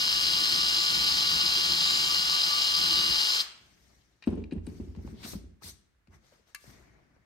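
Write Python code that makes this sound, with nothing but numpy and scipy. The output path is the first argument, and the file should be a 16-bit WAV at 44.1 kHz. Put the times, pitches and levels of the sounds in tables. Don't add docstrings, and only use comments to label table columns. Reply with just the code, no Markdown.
import sys
import numpy as np
from scipy import signal
from scipy.fft import rfft, irfft, next_fast_len
from scipy.io import wavfile
from scipy.ndimage import map_coordinates

SR = 44100
rng = np.random.default_rng(int(sys.argv[2]) if len(sys.argv) > 2 else 0)


def file_out(sig):
    cols = np.atleast_2d(sig).T
    lim = np.clip(cols, -1, 1)
    pcm = np.round(lim * 32767).astype(np.int16)
    wavfile.write(sys.argv[1], SR, pcm)


N = 319725

# pitch_hz, level_db [dB per Hz]
AIR_SPECTRUM = [(15, -38.5), (25, -3), (59, 6.5), (142, -9.5), (181, -11), (833, -19), (1720, -14.5),
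                (3010, -24), (15000, -37.5)]
AIR_DB = -73
# pitch_hz, t60_s
ROOM_T60 = [(100, 0.36), (400, 0.93), (1000, 0.58), (2900, 0.62), (4300, 0.45), (8000, 0.44), (15000, 0.16)]

# start_s (of the hold), rise_s, hold_s, fade_s, hiss_db, rub_db, rumble_db, left_minus_right_db
STROKES = [(3.722, 0.86, 0.18, 0.57, -70.5, -71, -65, 4), (4.272, 0.031, 0.038, 0.11, -72, -63, -56, 3),
           (4.68, 0.055, 0.092, 0.43, -68, -66, -45.5, 3),
           (5.09, 0.11, 0.024, 0.092, -67.5, -63.5, -44.5, 2),
           (5.256, 0.095, 0.0096, 0.077, -60.5, -58, -67, -1),
           (5.283, 0.059, 0.046, 0.065, -48, -59, -51, 2), (5.645, 0.027, 0.052, .04, -48, -60, -58.5, 2.5),
           (6.148, 0.048, 0.011, 0.047, -69, -64.5, -58, 2.5),
           (6.264, 0.066, 0.096, 0.19, -72, -70, -86, 4.5), (6.485, 0.025, 0.012, 0.089, -71, -70, -81, 4),
           (6.654, 0.1, 0.04, 0.19, -62.5, -71, -74, 3), (6.686, 0.047, 0.088, 0.78, -77.5, -62.5, -58, 4)]
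# pitch_hz, level_db [dB per Hz]
FIRM_HISS = [(1180, -37.5), (2000, -19), (2710, -17), (4080, 2), (7260, -4.5), (8750, 3), (10000, -11.5),
             (12200, 0.5), (15800, -14.5)]
# pitch_hz, level_db [dB per Hz]
LIGHT_HISS = [(1000, -11), (2300, -1), (3100, 0), (4200, 0), (6000, 2.5), (9000, -13), (15000, -28.5)]
# pitch_hz, level_db [dB per Hz]
RUB_SPECTRUM = [(300, -3), (700, -1), (1000, -4.5), (1500, -4.5), (2200, -3.5), (2800, -20.5), (5000, -31),
                (15000, -50.5)]
# pitch_hz, level_db [dB per Hz]
RUMBLE_SPECTRUM = [(35, -20.5), (60, 11), (90, -1.5), (120, 6.5), (165, 3), (280, -2), (400, -4),
                   (600, -43.5), (1200, -31.5), (5000, -70)]
# depth_db, span_hz, span_s
PATCHES = (2.5, 500, .016)
RUMBLE_LINGER_S = 0.14
# middle_s, half_length_s, first_hz, last_hz, width_hz, level_db
SCRAPES = [(5.215, .08, 3590, 4350, 1610, -59.5), (5.246, .03, 3000, 4400, 2800, -46),
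           (5.251, .022, 1705, 803, 900, -49), (5.295, .07, 5200, 6400, 900, -53),
           (5.638, .036, 1104, 2900, 402, -60), (5.682, .05, 3500, 4320, 500, -57.5),
           (5.699, .04, 5580, 6430, 600, -54), (6.139, .03, 1000, 1410, 700, -67),
           (6.279, .09, 3800, 4230, 1200, -76.5)]
# start_s, level_db, crack_centre_hz, ring_db
TICKS = [(4.9493, -39, 1208, -21.5), (4.962, -44.5, 2200, -26), (5.075, -36.5, 1210, -31),
         (5.334, -26.5, 900, -24), (5.621, -37, 990, -16), (6.0721, -49.5, 1800, -23),
         (6.547, -25, 6570, -2), (6.641, -40.5, 1210, -20), (7.164, -48, 793, -25.5)]
# pitch_hz, level_db [dB per Hz]
CRACK_SPECTRUM = [(500, 22), (1100, 12), (1700, 1), (2700, 10), (3300, -4), (4100, 5.5), (8500, 1),
                  (13000, 0), (16000, -14)]
# pitch_hz, level_db, decay_s
SHEET_MODES = [(1173, -32, 0.17), (1290, -24, .03), (1695, -3, 0.018), (2070, -18, .04), (2290, -20, 0.076),
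               (2480, -19, .025), (2690, -18, .045), (2988, -28, .05), (4020, -27, 0.076),
               (4330, -20, .045), (4829, -19, 0.027)]

# start_s, level_db, pitch_hz, left_minus_right_db, boom_db
KNOCKS = [(4.272, -9, 228, 3, -8), (4.296, -34, 176, 1, -12), (4.327, -30, 324, 0, -7),
          (4.339, -31, 315, 6, -2), (4.3735, -18.5, 223, 1, -3), (4.522, -18.5, 264, 4, -11),
          (4.56, -26.5, 202, -4, 8), (4.673, -21, 228, 5, -3.5), (4.799, -23, 210, 2.5, -0.5),
          (4.874, -33.5, 223, -1, 8.5), (4.972, -27.5, 173, 4, 5.5), (5.048, -29.5, 203, 3, 5.5),
          (5.127, -29, 205, -1, -6), (5.247, -30, 193, 2, -9), (5.334, -40.5, 503, -3, 7),
          (5.352, -25.5, 197, 1.5, -2), (5.44, -37.5, 231, -3, 6.5), (5.642, -38, 176, 1, 5),
          (6.081, -46, 169, 4, 8.5), (6.321, -51.5, 503, 1.5, -15.5), (6.393, -59, 416, 5, -15),
          (6.675, -41.5, 120, 10, -1)]
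THUD_PEAK_S, THUD_DB, CLATTER_DB = .0033, -5, -16.5
# pitch_hz, level_db, decay_s
BENCH_MODES = [(58.5, -13.5, 0.34), (71, -3.5, 0.15), (82.1, -6, 0.28)]
# pitch_hz, level_db [dB per Hz]
CLATTER_SPECTRUM = [(100, -20.5), (160, 8), (230, 11.5), (290, 1.5), (390, 4.5), (480, -7.5), (650, -16),
                    (1000, -22.5), (1400, -32.5), (2700, -29.5), (5000, -43), (9500, -50), (12000, -62.5),
                    (15000, -63)]
# start_s, level_db
BATTERY_CLACKS = [(4.2722, -27.5), (4.278, -38), (4.288, -39), (4.311, -42), (4.327, -39), (4.334, -40),
                  (4.3387, -40), (4.376, -46), (4.522, -45), (4.669, -41), (4.798, -51), (5.075, -47)]
# pitch_hz, level_db, t60_s
CASE_MODES = [(545, -6.5, 0.044), (688, -5, 0.028), (897, -6, 0.023), (1054, -10.5, 0.022),
              (1420, -12, 0.018)]
# start_s, peak_db, pitch_hz, decay_s
FOOT_TOUCHES = [(4.2235, -39.5, 2800, .006), (4.238, -42.5, 2900, .006), (4.272, -43, 2700, .006),
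                (4.439, -42.5, 3300, .003), (4.510, -44, 2600, .008), (4.522, -43.5, 2600, .007),
                (4.5783, -52, 1800, .004), (4.6667, -45, 5000, .005)]
# pitch_hz, width_hz, level_db
FOOT_MODES = [(1000, 300, -13), (1900, 250, -7), (2450, 170, 0), (2720, 110, 0), (3900, 220, -3.5),
              (4500, 400, -13)]
# start_s, level_db
CLINKS = [(4.2233, -63), (4.262, -58), (4.2712, -52), (4.3041, -56), (4.355, -59), (4.5221, -60),
          (4.5331, -53), (4.666, -43)]
# pitch_hz, level_db, t60_s
CLINK_MODES = [(8200, 0, 0.017), (9080, -6, 0.022), (9380, -9, .02)]

# time_s, speed [turns per second]
SHAFT_SPEED = [(0, 294.6), (.5, 294.4), (1.15, 293.4), (1.4, 292.3), (1.53, 291.3), (1.72, 293.3),
               (2.1, 294.4), (2.75, 295.1), (3.35, 295.1), (3.41, 285), (3.46, 60)]
RELEASE_S, CUTOUT_DB_PER_S = 3.37, 599.5
BRAKE_S, BRAKE_DB_PER_S = 3.409, 699.5
FAN_LAG_S = .008
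# pitch_hz, left_lead [radians]
PORT_PHASE = [(60, 0), (250, -.5), (600, 1.1), (1200, 2.1), (2000, 3), (3000, 3.7), (3500, 4.3),
              (3800, 5.9), (4400, 6.2), (5000, 5.9), (5500, 6.8), (7000, 6.9), (7400, 8.9), (8600, 7),
              (9700, 3.1), (11300, 0), (15000, -2)]
# pitch_hz, left_minus_right_db
PORT_TILT = [(70, -4.5), (180, 8.5), (330, -0.5), (900, 3.5), (1300, 0.5), (2600, -2), (2870, 2.5),
             (3100, -1.5), (3700, -0.5), (4200, 4), (4750, 2.5), (5300, 7), (7000, 2.5), (10000, 0)]
MULTIPLES = (4, 5, 6, 8, 9.752, 21.33, 24)
TONE_OFFSETS = [6.5, -3, -24, -2, 6, -14.5, 1]
MOTOR_HUM_DB = -44.5
# time_s, level_db
COMMUTATION_LEVEL = [(0, -55), (.4, -51), (.9, -52), (1.3, -50.5), (1.55, -57), (1.7, -50.5), (2.15, -50.5),
                     (2.38, -49), (2.54, -44.5), (2.65, -49), (2.95, -48), (3.25, -57)]
# time_s, level_db
WHISTLE_LEVEL = [(0, -54), (.45, -55), (.8, -46), (1.15, -49), (1.4, -55), (1.6, -53), (1.95, -45),
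                 (2.5, -54), (2.72, -48), (3, -60), (3.28, -49)]
SWITCH_HZ = 7992
SIDEBANDS = [-57, -68, -63, -75]
WAVER_DB = 1.7
GEAR_RATIO, SWELL_S, SWELL_DB = 63, .195, 3.3
WHINE_ROOM_DB = -20
RATTLE_DB, DRIFT_DB = -27, .3
# pitch_hz, spread_hz, level_db
HOUSING = [(3133, 420, -3), (4124, 520, -0.5), (4936, 426, 0.47)]
GRIP_SHIFT = .007
FLUTTER_DB, FLUTTER_HZ = 1.0, 230
THROB = .07
# pitch_hz, level_db [dB per Hz]
HISS_SPECTRUM = [(300, -9.5), (550, -10), (900, -0.5), (1500, 1.5), (1720, 2.5), (2000, 1.5), (2700, 2),
                 (3600, -3.5), (6400, -0.5), (6900, -6.5), (7500, -3), (9450, -5), (10200, -29.5),
                 (11500, -8), (15800, -11)]
# time_s, level_db
SHUDDER_LEVEL = [(0, -49), (.6, -46), (.75, -49.5), (1.0, -47), (1.45, -46.8), (1.85, -48), (2.2, -49.5),
                 (2.35, -53.5), (2.62, -55), (2.85, -46), (3.11, -44.5), (3.21, -62), (3.38, -68)]
# pitch_hz, level_db [dB per Hz]
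SHUDDER_SPECTRUM = [(18, -38.5), (30, -16.5), (42, -14.5), (54, 2), (124, -8.5), (171, 4.5), (220, -7.5),
                    (259, -2.5), (309, -7.5), (337, 5), (368, -11.5), (392, -6.5), (600, -20), (780, -53),
                    (1320, -120)]
EDGE_HZ = 15900

T = np.arange(N) / SR
HZ = np.fft.rfftfreq(N, 1 / SR)
TURNS = np.cumsum(np.interp(T, *np.transpose(SHAFT_SPEED))) / SR


def amp(db):
    return 10 ** (np.asarray(db) / 20)


def unit(x):
    return x / np.sqrt(np.mean(x ** 2) + 1e-30)


def read(points, hz):
    f, value = np.transpose(points)
    return np.interp(np.log(hz + 1), np.log(f + 1), value)


def add(mix, s, sound):
    part = mix[:, round(s * SR):][:, :sound.shape[1]]
    part += sound[:, :part.shape[1]]


def sides(db):
    return amp(np.array([[db], [-db]]) / 2)


def colour(x, spectrum):
    size = next_fast_len(x.shape[-1])
    hz = np.fft.rfftfreq(size, 1 / SR)
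    return unit(irfft(rfft(x, size) * amp(read(spectrum, hz)), size)[..., :x.shape[-1]])


def wander(hz):
    return unit(np.interp(T * hz, np.arange(N), rng.standard_normal(N)))


def diffuse(spectrum, alike_hz=260):
    mid, side = rfft(rng.standard_normal((2, N)))
    same = 1 / (1 + (HZ / alike_hz) ** 2)
    mid, side = mid * np.sqrt(1 + same), side * np.sqrt(1 - same)
    return colour(irfft(np.array([mid + side, mid - side]), N), spectrum)


def echoes(x, t60, start):
    size = SR * 2 // 3
    signs = rng.choice([-1., 1.], (2, size))
    taps = signs * (rng.random((2, size)) < .1)
    hz, t, z = signal.stft(taps, SR, nperseg=128)
    z = z * 1000. ** (-t / read(t60, hz)[:, None])
    tail = signal.istft(z, SR, nperseg=128)[1]
    tail = tail / np.linalg.norm(tail, axis=1, keepdims=True)
    tail = np.pad(tail, ((0, 0), (round(abs(start) * SR), 0)))
    return signal.oaconvolve(x, tail, axes=1)[:, :N]


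def resonate(x, hz, width):
    turn = np.exp(2j * np.pi * np.cumsum(hz * np.ones(x.shape[-1])) / SR)
    r = np.exp(-np.pi * abs(width) / SR)
    return 2 * (turn * signal.lfilter([1 - r], [1, -r], x / turn + 1e-18)).real


def causal(power):
    log_gain = np.log(power + 1e-12) / 2
    mirrored = np.concatenate([log_gain, log_gain[:0:-1]])
    return np.exp(np.conj(signal.hilbert(mirrored)))[:len(power)]


def workshop_air():
    return amp(AIR_DB) * diffuse(AIR_SPECTRUM)


def pressure(s, rise, hold, fade):
    before = (np.maximum(s - T, 0) / rise) ** 2
    after = np.maximum(T - s - hold, 0) / fade
    return amp(-20 * (before + after))


def patchy(x, depth_db, span_hz, span_s):
    z = signal.stft(x, SR, nperseg=256, noverlap=192)[2]
    bins, frames = np.indices(z.shape[1:])
    place = [bins * SR / 256 / span_hz, frames * 64 / SR / span_s]
    field = unit(map_coordinates(rng.standard_normal(z.shape[1:]), place, order=1, mode="wrap"))
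    return unit(signal.istft(z * amp(depth_db * field), SR, nperseg=256, noverlap=192)[1][:, :N])


def hand(skin_db=1, rub_db=-1, rumble_db=-4, firm_db=-69.0, grain_db=0.5, catch_db=0.5):
    skin, rub, rumble = np.zeros((3, 2, N))
    for s, rise, hold, fade, hiss_level, rub_level, rumble_level, pan in STROKES:
        press = sides(pan) * pressure(s, rise, hold, fade)
        skin = skin + amp(hiss_level) * press
        rub = rub + amp(rub_level) * press
        linger = sides(pan) * pressure(s, rise, hold, fade + RUMBLE_LINGER_S)
        rumble = rumble + amp(rumble_level) * linger
    firm = skin / (skin + amp(firm_db))
    firm_hiss = firm * patchy(diffuse(FIRM_HISS), *PATCHES)
    light_hiss = np.sqrt(1 - firm ** 2) * patchy(diffuse(LIGHT_HISS), *PATCHES)
    hiss = amp(skin_db) * skin * (firm_hiss + light_hiss)
    dull = amp(rub_db) * rub * patchy(diffuse(RUB_SPECTRUM), *PATCHES)
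    catches = unit(amp(grain_db * wander(900) + catch_db * wander(110)))
    return (hiss + dull) * catches + amp(rumble_db) * rumble * diffuse(RUMBLE_SPECTRUM)


def scrapes(grain_db=1.5, pan_db=5.0):
    out = np.zeros((2, N))
    for s, length, first_hz, last_hz, width, db in SCRAPES:
        u = np.arange(-length, length, 1 / SR) / length
        hz = first_hz * (last_hz / first_hz) ** np.clip(u + .5, 0, 1)
        noise = rng.standard_normal((2, len(u))) + 1j * rng.standard_normal((2, len(u)))
        band = signal.sosfilt(signal.butter(2, width / 2, fs=SR, output="sos"), noise)
        glide = unit((band * np.exp(2j * np.pi * np.cumsum(hz) / SR)).real)
        add(out, s - length, amp(db) * sides(pan_db) * glide * np.cos(np.pi * u / 2) ** 2)
    return out * unit(amp(grain_db * wander(800)))


def ticks(crack_time=0.0031, crack_db=-7, focus_db=2.5, pan_db=5, near_db=-5):
    out, t = np.zeros((2, N)), np.arange(SR // 4) / SR
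    ring = sum(amp(level) * 0.0024 ** (t / decay) * np.sin(2 * np.pi * hz * t)
               for hz, level, decay in SHEET_MODES)
    onset = 1 - np.exp(-t / 0.00052)
    for s, db, centre, ring_db in TICKS:
        spectrum = [(hz, level - focus_db * np.log2(hz / centre) ** 2) for hz, level in CRACK_SPECTRUM]
        crack = colour(rng.standard_normal((2, len(t))), spectrum) * np.exp(-t / crack_time)
        contact = amp(crack_db) * crack + amp(ring_db) * ring
        add(out, s, amp(db) * sides(pan_db) * contact * onset)
    dulled = signal.sosfilt(signal.butter(1, 4500, fs=SR, output="sos"), out)
    return out + amp(near_db) * echoes(dulled, [(1000, 0.03), (10000, 0.042)], start=0.0087)


def clinks(pan_db=2):
    out, t = np.zeros((2, N)), np.arange(SR // 10) / SR
    for s, db in CLINKS:
        ring = sum(amp(level - 60 * t / t60) * np.sin(2 * np.pi * (hz * t + rng.random((2, 1))))
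                   for hz, level, t60 in CLINK_MODES)
        add(out, s, amp(db) * sides(pan_db) * ring * (1 - np.exp(-t / .0005)))
    return out


def foot(focus_db=4, pan_db=4):
    out, t = np.zeros((2, N)), np.arange(SR // 10) / SR
    for s, db, centre, decay in FOOT_TOUCHES:
        slips = rng.standard_normal(len(t)) + .6 * rng.standard_normal((2, len(t)))
        slips = slips * np.exp(-t / decay) * (1 - np.exp(-t / .0007))
        slips = signal.sosfilt(signal.butter(2, 1.5 * centre, fs=SR, output="sos"), slips)
        ring = sum(amp(level - focus_db * np.log2(hz / centre) ** 2) * resonate(slips, hz, width)
                   for hz, width, level in FOOT_MODES)
        add(out, s, amp(db) * sides(pan_db) * ring / abs(ring).max())
    return out


def battery(pan_db=2, detune=0.047):
    out, t = np.zeros((2, N)), np.arange(SR // 10) / SR
    for s, db in BATTERY_CLACKS:
        ring = np.zeros(len(t))
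        for hz, level, t60 in CASE_MODES:
            pitch = hz * (1 + detune * rng.standard_normal())
            ring += amp(level - 60 * t / t60) * np.sin(2 * np.pi * pitch * t)
        add(out, s, amp(db) * sides(pan_db) * ring * (1 - np.exp(-t / 0.0013)))
    return out


def knocks(boom_rise=0.028, boom_delay=0.0099, clatter_decay=0.29, glide=0.95, glide_time=0.0021, jolt_db=2):
    out, t = np.zeros((2, N)), np.arange(SR * 2 // 3) / SR
    shake = unit(diffuse(CLATTER_SPECTRUM, alike_hz=279) * amp(jolt_db * wander(110)))
    shake_shape = 0.00065 ** (t / clatter_decay) * (1 - np.exp(-t / 0.0035))
    late = np.maximum(t - boom_delay, 0)
    boom = sum(amp(level) * 0.0011 ** (late / decay) * np.sin(2 * np.pi * f * late)
               for f, level, decay in BENCH_MODES)
    boom = boom * (1 - np.exp(-late / boom_rise))
    thud_shape = t / THUD_PEAK_S * np.exp(1 - t / THUD_PEAK_S) * (1 - np.exp(-t / 0.0024))
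    for s, db, hz, pan, boom_db in KNOCKS:
        cycles = hz * (t + glide * glide_time * (1 - np.exp(-t / glide_time)))
        thud = thud_shape * np.sin(2 * np.pi * cycles)
        clatter = np.roll(shake, -round(s * SR), 1)[:, :len(t)] * shake_shape
        blow = sides(pan) * (amp(THUD_DB) * thud + amp(CLATTER_DB) * clatter)
        add(out, s, amp(db) * (blow + sides(-2.2) * amp(boom_db) * boom))
    return out


def ports(x):
    size = next_fast_len(N + SR // 4)
    hz = np.fft.rfftfreq(size, 1 / SR)
    half = amp(read(PORT_TILT, hz) / 2) * np.exp(.5j * read(PORT_PHASE, hz))
    return irfft(rfft(x, size) * np.array([half, 1 / half]), size)[:, :N]


def whine(turns, jitter=.25):
    angle, tones = 2 * np.pi * turns, np.zeros(N)
    swell = SWELL_DB * np.cos((angle - np.interp(SWELL_S, T, angle)) / GEAR_RATIO)
    levels = {MULTIPLES[0]: np.interp(T, *np.transpose(COMMUTATION_LEVEL)) + swell,
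              MULTIPLES[-1]: np.interp(T, *np.transpose(WHISTLE_LEVEL))}
    for k, offset_db in zip(MULTIPLES, TONE_OFFSETS):
        level = levels.get(k, MOTOR_HUM_DB) + offset_db + WAVER_DB * wander(30)
        tones += amp(level) * np.cos(k * angle + jitter * wander(60))
    for step, db in enumerate(SIDEBANDS, -1):
        phase = 2 * np.pi * SWITCH_HZ * T + step * MULTIPLES[0] * angle
        tones += amp(db + WAVER_DB * wander(4.7)) * np.cos(phase)
    return np.sqrt(2) * tones


def motor():
    return ports(amp(-CUTOUT_DB_PER_S * np.maximum(T - RELEASE_S, 0)) * whine(TURNS))


def gears(turns, hits_per_s=3200, spread_db=3.0, burst_db=-0.06, burst_hz=420, repeat=0.35, sharp=1.45):
    carrier = turns / 5
    throb = 1 + THROB * np.cos(2 * np.pi * carrier)
    strength = amp(spread_db * np.minimum(rng.standard_normal(N), 2))
    loose = rng.choice([-1., 1.], N) * strength * (rng.random(N) < hits_per_s / SR)
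    flaws = rng.standard_normal(1500)
    worn = map_coordinates(flaws, [carrier / 2 % 1 * len(flaws)], order=3, mode="grid-wrap")
    bursts = amp(burst_db * wander(burst_hz) + FLUTTER_DB * wander(FLUTTER_HZ))
    force = (unit(loose) + repeat * worn) * bursts * throb
    power = sum(amp(db) ** 2 / (1 + ((HZ - hz) / (0.47 * spread)) ** 2) ** sharp
                for hz, spread, db in HOUSING)
    ring = signal.hilbert(irfft(rfft(force) * causal(power), N))
    shift_hz = GRIP_SHIFT * HOUSING[1][0] * wander(9)
    return unit((ring * np.exp(2j * np.pi * np.cumsum(shift_hz) / SR)).real)


def drill(gear_db=0.6, direct_db=-10.0, scatter_db=-15, shudder_db=-1, grain_db=1.5, catch_db=1.46):
    running = amp(-BRAKE_DB_PER_S * np.maximum(T - BRAKE_S, 0))
    rattle_db = RATTLE_DB + DRIFT_DB * wander(10)
    clash = ports(running * amp(rattle_db + gear_db) * gears(TURNS))
    clash = clash + amp(-11) * echoes(clash, [(500, .05), (8000, .03)], start=.002)
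    blowing = amp(-BRAKE_DB_PER_S * np.maximum(T - BRAKE_S - FAN_LAG_S, 0))
    air = blowing * amp(RATTLE_DB + grain_db * wander(500))
    spectrum = [(100, -39.0)] + list(HISS_SPECTRUM)
    direct = amp(direct_db) * ports(air * colour(rng.standard_normal(N), spectrum))
    scattered = amp(scatter_db) * air * diffuse(spectrum)
    level_db = np.interp(T, *np.transpose(SHUDDER_LEVEL)) + catch_db * wander(17)
    shudder = running * amp(level_db + shudder_db) * diffuse(SHUDDER_SPECTRUM)
    return clash, direct + scattered + shudder


def scene(tick_room_db=-18, rattle_room_db=-16, hiss_room_db=-10):
    handling = hand() + scrapes() + clinks() + foot() + battery() + knocks()
    clicks = ticks()
    tones = motor()
    rattle, hiss_and_shudder = drill()
    sent = amp(rattle_room_db) * rattle + amp(hiss_room_db) * hiss_and_shudder
    sent = sent + amp(WHINE_ROOM_DB) * tones
    sent = sent + amp(-14.0) * handling + amp(tick_room_db) * clicks
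    direct = rattle + hiss_and_shudder + tones + handling + clicks
    return direct + echoes(sent, ROOM_T60, start=.015) + workshop_air()


def record(dry, bass_hz=36):
    heard = signal.sosfilt(signal.butter(2, bass_hz, "high", fs=SR, output="sos"), dry)
    band_limit = signal.firwin(511, EDGE_HZ, window=("kaiser", 9), fs=SR)
    return signal.oaconvolve(heard, band_limit[None], "same")


dry = scene()
out = record(dry)
file_out(out)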